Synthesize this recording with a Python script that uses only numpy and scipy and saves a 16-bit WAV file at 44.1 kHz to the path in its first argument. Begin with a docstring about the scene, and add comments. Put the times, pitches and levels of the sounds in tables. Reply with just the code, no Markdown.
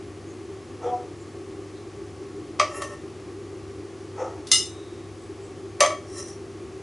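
"""Washing-up in a small tiled kitchen, over the mains hum and fan of an appliance.
Twice a piece of crockery is dragged closer; a dish knocks into the sink and scrapes along it,
and a piece of steel cutlery is dropped onto other cutlery. The hard walls ring briefly."""
import sys
import numpy as np
from scipy import signal
from scipy.fft import rfft, irfft, next_fast_len
from scipy.io import wavfile
from scipy.ndimage import map_coordinates

SR = 44100
rng = np.random.default_rng(int(sys.argv[2]) if len(sys.argv) > 2 else 0)


def to_wav(s):
    """Save 16-bit WAV."""
    ch = np.atleast_2d(s).T  # columns
    pcm = np.round(np.clip(ch, -1, 1) * 32767)  # PCM
    wavfile.write(sys.argv[1], SR, pcm.astype(np.int16))


N = 300759

# the dish against the sink: (Hz, dB, t60 s)
DISH = [(527, -56, 0.16), (600.6, 4.5, 0.36), (642, -6.5, 0.2), (693, -17, 0.12), (994, -12.5, 0.25), (1142, 5.5, 0.24),
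        (1244, 0, 0.25), (1303, -5, 0.17), (1795, -9, 0.2), (1870, -6, 0.17), (1980, -6, 0.17), (2110, -7, 0.12),
        (2260, -2, 0.17), (2320, -11, 0.16), (2800, -17, 0.12), (3175, -9, 0.26), (3240, -10, 0.34),
        (4200, -20, 0.2), (4620, -7, 0.078), (4900, -13, 0.13)]
# the dish lands: (s, level dB, favoured Hz, rim crack dB, loss per rock dB, share of the full ring time)
KNOCKS = [(2.596, -12.5, 950, 6.5, 7, 0.19), (2.8189, -31.5, 1200, 2, 18, 0.19), (5.805, -12, 600, 8.5, 1.74, 0.54)]
CRACK = [(60, -50), (200, -29), (500, -18), (1500, -12), (2000, 10.5), (4000, 2.5), (6000, 5.5), (6800, -3.5), (8500, -6), (11000, -22)]  # the hard edge of a contact: (Hz, dB)
# steel cutlery: (Hz, dB, t60 s)
STEEL = [(1303, -34, 0.38), (2046, -26, 0.29), (2862, -19, 0.24), (3027, -26, 0.3), (3593, -22, 0.26),
         (3839, -24, 0.4), (3989, -28, 0.37), (4283, -27, 0.31), (4903, -26, 0.38), (5075, -23, 0.35),
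         (5187, -23, 0.34), (5452, -22, 0.31), (5887, -21, 0.31), (6082, -19, 0.3), (6273, -19, 0.29),
         (6426, -22, 0.29), (6684, -27, 0.31), (6825, -27, 0.29), (7205, -23, 0.28), (7321, -24, 0.28),
         (7435, -25, 0.28), (7628, -28, 0.28), (8197, -27, 0.3), (8538, -23, 0.26), (8689, -24, 0.25),
         (9505, -30, 0.28), (9994, -26, 0.22), (10134, -26, 0.23)]  # fixed
# its free ends sing on: (Hz, dB, t60 s)
SING = [(3592, -48, 1.7), (3843, -46, 1.53), (6090, -42, 0.89), (8490, -53, .9)]
# steel meets steel: (s, level dB, favoured Hz, crack dB, share of the full ring time)
CLINKS = [(4.470, -45, 11000, 10.5, .2), (4.5154, -13, 4800, -5.5, 0.53)]
JANGLE = [(60, -60), (800, -10.5), (2500, -13), (4500, -1), (6200, -9), (11000, -5.5)]  # the tick of steel on steel: (Hz, dB)
# pushes of the dish along the sink: (s at its height, ring dB, hiss dB)
SCRAPES = [(2.773, -34, -42), (2.84, -36, -46.5), (2.93, -43.5, -53), (6.201, -44.5, -35.5), (6.288, -61, -43.5)]
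HISS = [(1180, -32), (2000, -4), (2240, -21), (2460, -22), (3250, -15), (3510, -23), (4050, -2), (4510, -28),
        (4980, -4), (5430, 1.5), (6870, -9), (9470, 0), (11000, -27.5), (14300, -40), (22000, -120)]  # (Hz, dB)
# crockery dragged over the worktop: (s at its height, friction dB)
DRAGS = [(0.848, -35.5), (4.205, -32)]
DRAG_BODY = [(240, -55), (400, -15.5), (512, -8), (561, -15.5), (897, -10), (1060, -28), (1290, -13.5), (1590, -37),
             (1860, -29), (2010, -32), (4880, -57), (5340, -38.5), (6250, -36.5), (9000, -55), (11700, -85),
             (19800, -120)]  # (Hz, dB)
# the drag catches and a resonance groans: (s at its height, Hz, dB)
GROANS = [(0.867, 482, -25), (0.886, 735, -34), (0.936, 488, -32.5), (0.939, 735, -24.5), (0.94, 978, -36), (4.226, 514, -25)]
QUIET = [(1.1, 2.5), (3.1, 4.1), (5.0, 5.7)]
AIR = [(260, -33), (450, -4), (508, -1), (663, -10), (728, -4), (964, -13.5), (1130, -8), (1500, -15), (1930, -14),
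       (3390, -20), (3930, -22.5), (4310, -20.5), (6360, -21.5), (10400, -33), (11000, -54), (14300, -60), (22000, -120)]  # the fan's rush: (Hz, dB)
AIR_DB = -49
RUMBLE = [(25, -22), (40, -25), (60, -6), (77, 0.5), (130, -2.5), (200, -5.5), (300, -14.5), (450, -6), (600, -33)]  # (Hz, dB)
CASING = [(245.4, 12, -55.5), (303.6, 9.5, -50), (339.6, 21.4, -44.5), (388, 18.7, -42.5), (1115, 59, -61)]  # the appliance's panels: (Hz, width Hz, dB)
KITCHEN = [(200, 0.65), (1000, 0.26), (4000, 0.3), (10000, 0.29)]  # (Hz, t60 s)
TOP_HZ = 11050  # fixed
TIME = np.arange(N) / SR
# a spoon that jumps in the dish: (Hz, dB, t60 s)
SPOON = [(6160, -9, 0.14), (6200, 0, 0.21), (6600, -13, 0.15), (7130, -8, 0.14), (7500, -7, 0.16), (8720, -6.5, 0.15),
         (10930, -11, 0.098)]
SINK = [(560, -9, 0.13), (580, -5.5, 0.44), (1108, -4, 0.22), (1160, -13, 0.12), (1300, -5.5, 0.14), (1815, -5, 0.15), (1870, -15, 0.12), (2720, -13.5, 0.16), (3130, -16, .1)]  # the scraped basin: (Hz, dB, t60 s)
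# faint rubs of hands and sleeves: (s at its height, Hz, dB)
RUBS = [(0.31, 6650, -58.5), (0.88, 3300, -55), (1.22, 7200, -61), (1.78, 3900, -59), (5.23, 8040, -63), (5.45, 7850, -59)]
RIM_DB, RIM_HZ, RIM_LIFE, RIM_LEAD_S = -13, 4470, 0.24, .0025  # the rim touches just before the body
SETTLE_S, SETTLE_DB, SETTLE_LIFE = .097, -7, 0.98  # a last soft contact, after which the dish rings freely
PUSH_RISE_DB_PER_S, PUSH_FALL_DB_PER_S = 181, 290
SQUEAL = [(5480, 36, 3), (5870, 41, 4), (6630, 30, -1.5), (7200, 110, 0), (8140, 93, -12), (9800, 97, -9),
          (10700, 59, -3)]  # thin steel tones in the scrape: (Hz, width Hz, dB)
DRAG_RISE_DB_PER_S, DRAG_FALL_DB_PER_S = 432, 114
GROAN_HALF_S = 0.015
RUB_HALF_S = .027
ROCK_S, ROCK_GROWTH, ROCK_DB, ROCK_LIFE = .0145, 0.89, -1.7, .33  # first rocking gap, next gap over it, level against the landing, share of ring time
# the spoon jumps: (s, level dB, favoured Hz, crack dB, share of the full ring time)
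TAPS = [(2.8195, -35.5, 8700, 7.5, .35), (5.8048, -17.5, 6200, 1.5, 0.37)]
GRAZE_LEAD_S, GRAZE_CRACK_DB, GRAZE_LIFE = .0052, -10, 0.46  # things brush just before they hit
GRAZE_DB = -22  # fixed
BODY_CRACK_DB, ROCK_CRACK_DB = -11.5, -9  # the body lands softly; it rocks on its hard foot


def amp(db):
    """Decibels to gain."""
    return 10 ** (np.asarray(db) / 20)


def unit(x):
    """Scaled to rms 1."""
    return x / np.sqrt(np.mean(x ** 2) + 1e-20)


def along(points, hz):
    """(Hz, value) points read on a log axis."""
    f, v = np.transpose(points)
    return np.interp(np.log(hz + 1), np.log(f + 1), v)


def filtered(x, response):
    """x times a response of frequency."""
    n = x.shape[-1]
    m = next_fast_len(n + SR // 4)
    return irfft(rfft(x, m) * response(np.fft.rfftfreq(m, 1 / SR)), m)[..., :n]


def noise(spectrum, size=N):
    """Coloured noise of rms 1."""
    return unit(filtered(rng.standard_normal(size), lambda hz: amp(along(spectrum, hz))))


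def wobble(rate):
    """A smooth random curve, rate knots a second."""
    return map_coordinates(rng.standard_normal(int(N * rate / SR) + 4), [TIME * rate])




def add(track, s, sound):
    """Mix a sound in at time s."""
    part = track[round(s * SR):][:len(sound)]
    part += sound[:len(part)]


def ring(modes, life):
    """One second of fading modes, starting at rms 1, a little different for each blow."""
    hz, db, t60 = np.transpose(modes)[:, :, None]
    t = np.arange(SR) / SR
    size = amp(db + .5 * rng.standard_normal(hz.shape))
    waves = np.sin(2 * np.pi * (hz * t + rng.random(hz.shape))) * np.exp(-np.log(1000) * t / (t60 * life))
    return np.sum(size * waves, axis=0) * np.sqrt(2 / np.sum(size ** 2))


def strikes(contacts, modes, crack_colour, slope_db, chatter_db, chatter_t60, width_hz, crack_t60):
    """Each contact cracks, chatters and leaves the modes ringing; a firm grip shortens their life."""
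    out, t = np.zeros(N), np.arange(SR) / SR
    fade = lambda t60: np.exp(-np.log(1000) * t / t60)
    for s, db, centre_hz, crack_db, life in contacts:
        struck = favour(modes, centre_hz, slope_db)
        crack = amp(crack_db) * noise(crack_colour, size=SR) * fade(crack_t60)
        rattle = amp(chatter_db) * chatter(struck, width_hz) * fade(chatter_t60 * life)
        add(out, s, amp(db) * (ring(struck, life) + rattle + crack) * (1 - fade(0.0013)))
    # small objects radiate no bass
    return signal.sosfilt(signal.butter(2, 220, "highpass", fs=SR, output="sos"), out)


def dish():
    """The dish lands in the sink and rocks to rest; twice a spoon rattles in it."""
    contacts = [contact for knock in KNOCKS for contact in landing(*knock)]
    jumps = [softening(rebounds(tap, gap_s=.02, growth=1.8, loss_db=5, count=2), step_db=7) for tap in TAPS]
    china = strikes(contacts, DISH, CRACK, slope_db=3.0, chatter_db=-6.5, chatter_t60=0.29, width_hz=24, crack_t60=0.052)
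    spoon = strikes(sum(jumps, []), SPOON, JANGLE, slope_db=7, chatter_db=-2.5, chatter_t60=0.17, width_hz=57, crack_t60=0.045)
    return amp(1.5) * china + amp(-0.5) * spoon


def cutlery():
    """Steel falls on steel and rebounds twice; the hardest blow sets the free ends singing."""
    falls = [softening(rebounds(clink, gap_s=.016, growth=1.3, loss_db=4.5, count=2), step_db=3) for clink in CLINKS]
    s, db, hz = max(CLINKS, key=lambda row: row[1])[:3]
    contacts = sum(falls, []) + [graze(s, db - 5, hz)]
    out = amp(-0.5) * strikes(contacts, STEEL, JANGLE, slope_db=0.7, chatter_db=-1, chatter_t60=0.35, width_hz=47, crack_t60=0.085)
    add(out, s, amp(-43.5) * ring(SING, life=0.99))
    return out


def scrapes():
    """Tiny slips keep the basin ringing under a gritty hiss and thin steel tones."""
    pushes = [amp([[ring_db], [hiss_db]]) * push(s, PUSH_RISE_DB_PER_S, PUSH_FALL_DB_PER_S) for s, ring_db, hiss_db in SCRAPES]
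    ring_gain, hiss_gain = np.max(pushes, axis=0)
    slips = amp(3.1 * wobble(250))
    body = unit(signal.fftconvolve(slips * rng.standard_normal(N), ring(SINK, life=0.57))[:N])
    grit = unit(slips * noise(HISS))
    squeal = unit(sum(amp(db + 4.7 * wobble(22)) * band(hz, 1.5 * width) for hz, width, db in SQUEAL))
    return amp(2.0) * ring_gain * body + hiss_gain * (amp(-4.0) * grit + amp(-2.5) * squeal)


def drags():
    """Dull friction that starts quickly, eases off and briefly locks onto low resonances."""
    gain = sum(amp(db) * push(s, DRAG_RISE_DB_PER_S, DRAG_FALL_DB_PER_S) for s, db in DRAGS)
    out = amp(2.5) * gain * unit(noise(DRAG_BODY) * amp(1.9 * wobble(110)))
    for s, hz, db in GROANS:
        grip = amp(db) / (1 + ((TIME - s) / GROAN_HALF_S) ** 2)
        out += grip * np.sqrt(2) * np.sin(2 * np.pi * hz * TIME + 0.27 * wobble(80))
    return out


def appliance():
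    """Twice-mains hum, a rumbling fan and the panels that it shakes."""
    hum = amp(-48.0 + 1.3 * wobble(11)) * np.sqrt(2) * np.sin(2 * np.pi * 100 * TIME + 0.23 * wobble(2.9))
    panels = sum(amp(db) * band(hz, width) for hz, width, db in CASING)
    return hum + panels + amp(-48.0) * noise(RUMBLE) + amp(AIR_DB - 0.5) * noise(AIR)


def kitchen(x, gap):
    """The walls' answer, each frequency dying at its own speed."""
    hz, t, z = signal.stft(rng.standard_normal(SR // 2), SR, nperseg=256)
    tail = signal.istft(z * np.exp(-np.log(1000) * t / along(KITCHEN, hz)[:, None]), SR, nperseg=256)[1]
    return signal.fftconvolve(np.pad(x, (int(abs(gap) * SR), 0)), tail / np.linalg.norm(tail))[:N]


def chatter(modes, width_hz):
    """One second of rattling contact: each mode is smeared into a narrow band."""
    hz, db, _ = np.transpose(modes)[:, :, None]
    bands = lambda f: np.linalg.norm(amp(db) / (1 + ((f - hz) / width_hz) ** 2), axis=0)
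    return unit(filtered(rng.standard_normal(SR), bands))


def swell(s, half):
    """A bell-shaped gain around time s."""
    return np.exp(-.5 * ((TIME - s) / half) ** 2)


def band(hz, width_hz):
    """Noise of rms 1 in one resonance."""
    return unit(filtered(rng.standard_normal(N), lambda f: 1 / (1 + ((f - hz) / width_hz) ** 2)))


def favour(modes, centre_hz, slope_db):
    """Where and how hard a blow lands favours the modes near one frequency."""
    hz, db, t60 = np.transpose(modes)
    return np.transpose([hz, db - slope_db * abs(np.log2(hz / centre_hz)), t60])


def rubs():
    """Soft, short swishes of handling."""
    return sum(amp(db) * swell(s, RUB_HALF_S) * band(hz, .07 * hz) for s, hz, db in RUBS)


def push(s, rise_db_per_s, fall_db_per_s):
    """The gain of a push that builds up until time s and then slackens."""
    return amp(-np.maximum(rise_db_per_s * (s - TIME), fall_db_per_s * (TIME - s)))


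def rebounds(first, gap_s, growth, loss_db, count):
    """A contact and its rebounds, each weaker than the one before."""
    s, db, *touch = first
    delays = np.cumsum([0] + [gap_s * growth ** k for k in range(count)])
    return [(s + delay, db - loss_db * k, *touch) for k, delay in enumerate(delays)]


def landing(s, db, hz, rim_crack_db, loss_db, life):
    """The dish brushes the sink, the rim clicks, the body lands, rocks quickly and settles."""
    rim = (s, db + RIM_DB, RIM_HZ, rim_crack_db, RIM_LIFE)
    body = (s + RIM_LEAD_S, db, hz, BODY_CRACK_DB, life)
    first_rock = (s + RIM_LEAD_S + ROCK_S, db + ROCK_DB - loss_db, hz, ROCK_CRACK_DB, ROCK_LIFE)
    rocks = rebounds(first_rock, ROCK_S, ROCK_GROWTH, loss_db, count=3)
    settle = (s + SETTLE_S, rocks[-1][1] + SETTLE_DB, hz, BODY_CRACK_DB, SETTLE_LIFE)
    return [graze(s, db, hz), rim, body, *rocks, settle]


def graze(s, db, hz):
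    """The light brush that comes before a blow at time s."""
    return (s - GRAZE_LEAD_S, db + GRAZE_DB, hz, GRAZE_CRACK_DB, GRAZE_LIFE)


def softening(contacts, step_db):
    """Steel meets more gently with every rebound, so its crack fades faster than its ring."""
    return [(s, db, hz, crack_db - step_db * k, life) for k, (s, db, hz, crack_db, life) in enumerate(contacts)]


def scene():
    """Two close microphones: nearly mono, with a little width from the walls and the air."""
    knocks, clinks, scraping, dragging = dish(), cutlery(), scrapes(), drags()
    to_walls = amp(-5.5) * knocks + amp(-3.0) * clinks + amp(-6.5) * scraping + amp(-8) * dragging
    mid = knocks + clinks + scraping + dragging + rubs() + kitchen(to_walls, gap=.005) + appliance()
    # short waves differ more between the two microphones
    spread = filtered(kitchen(to_walls, gap=0.0019), lambda hz: amp(along([(500, -20.0), (2000, -17.0), (8000, -9.5)], hz)))
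    side = spread + amp(-66.0) * noise(AIR) + amp(-62.5) * noise(RUMBLE)
    return np.array([mid + side, mid - side]) * amp([[.4], [-.4]])


def record(dry):
    """The camera keeps nothing above its band limit."""
    return filtered(dry, lambda hz: 1 / np.sqrt(1 + (hz / TOP_HZ) ** 240))  # fixed


dry = scene()
out = record(dry)
to_wav(out)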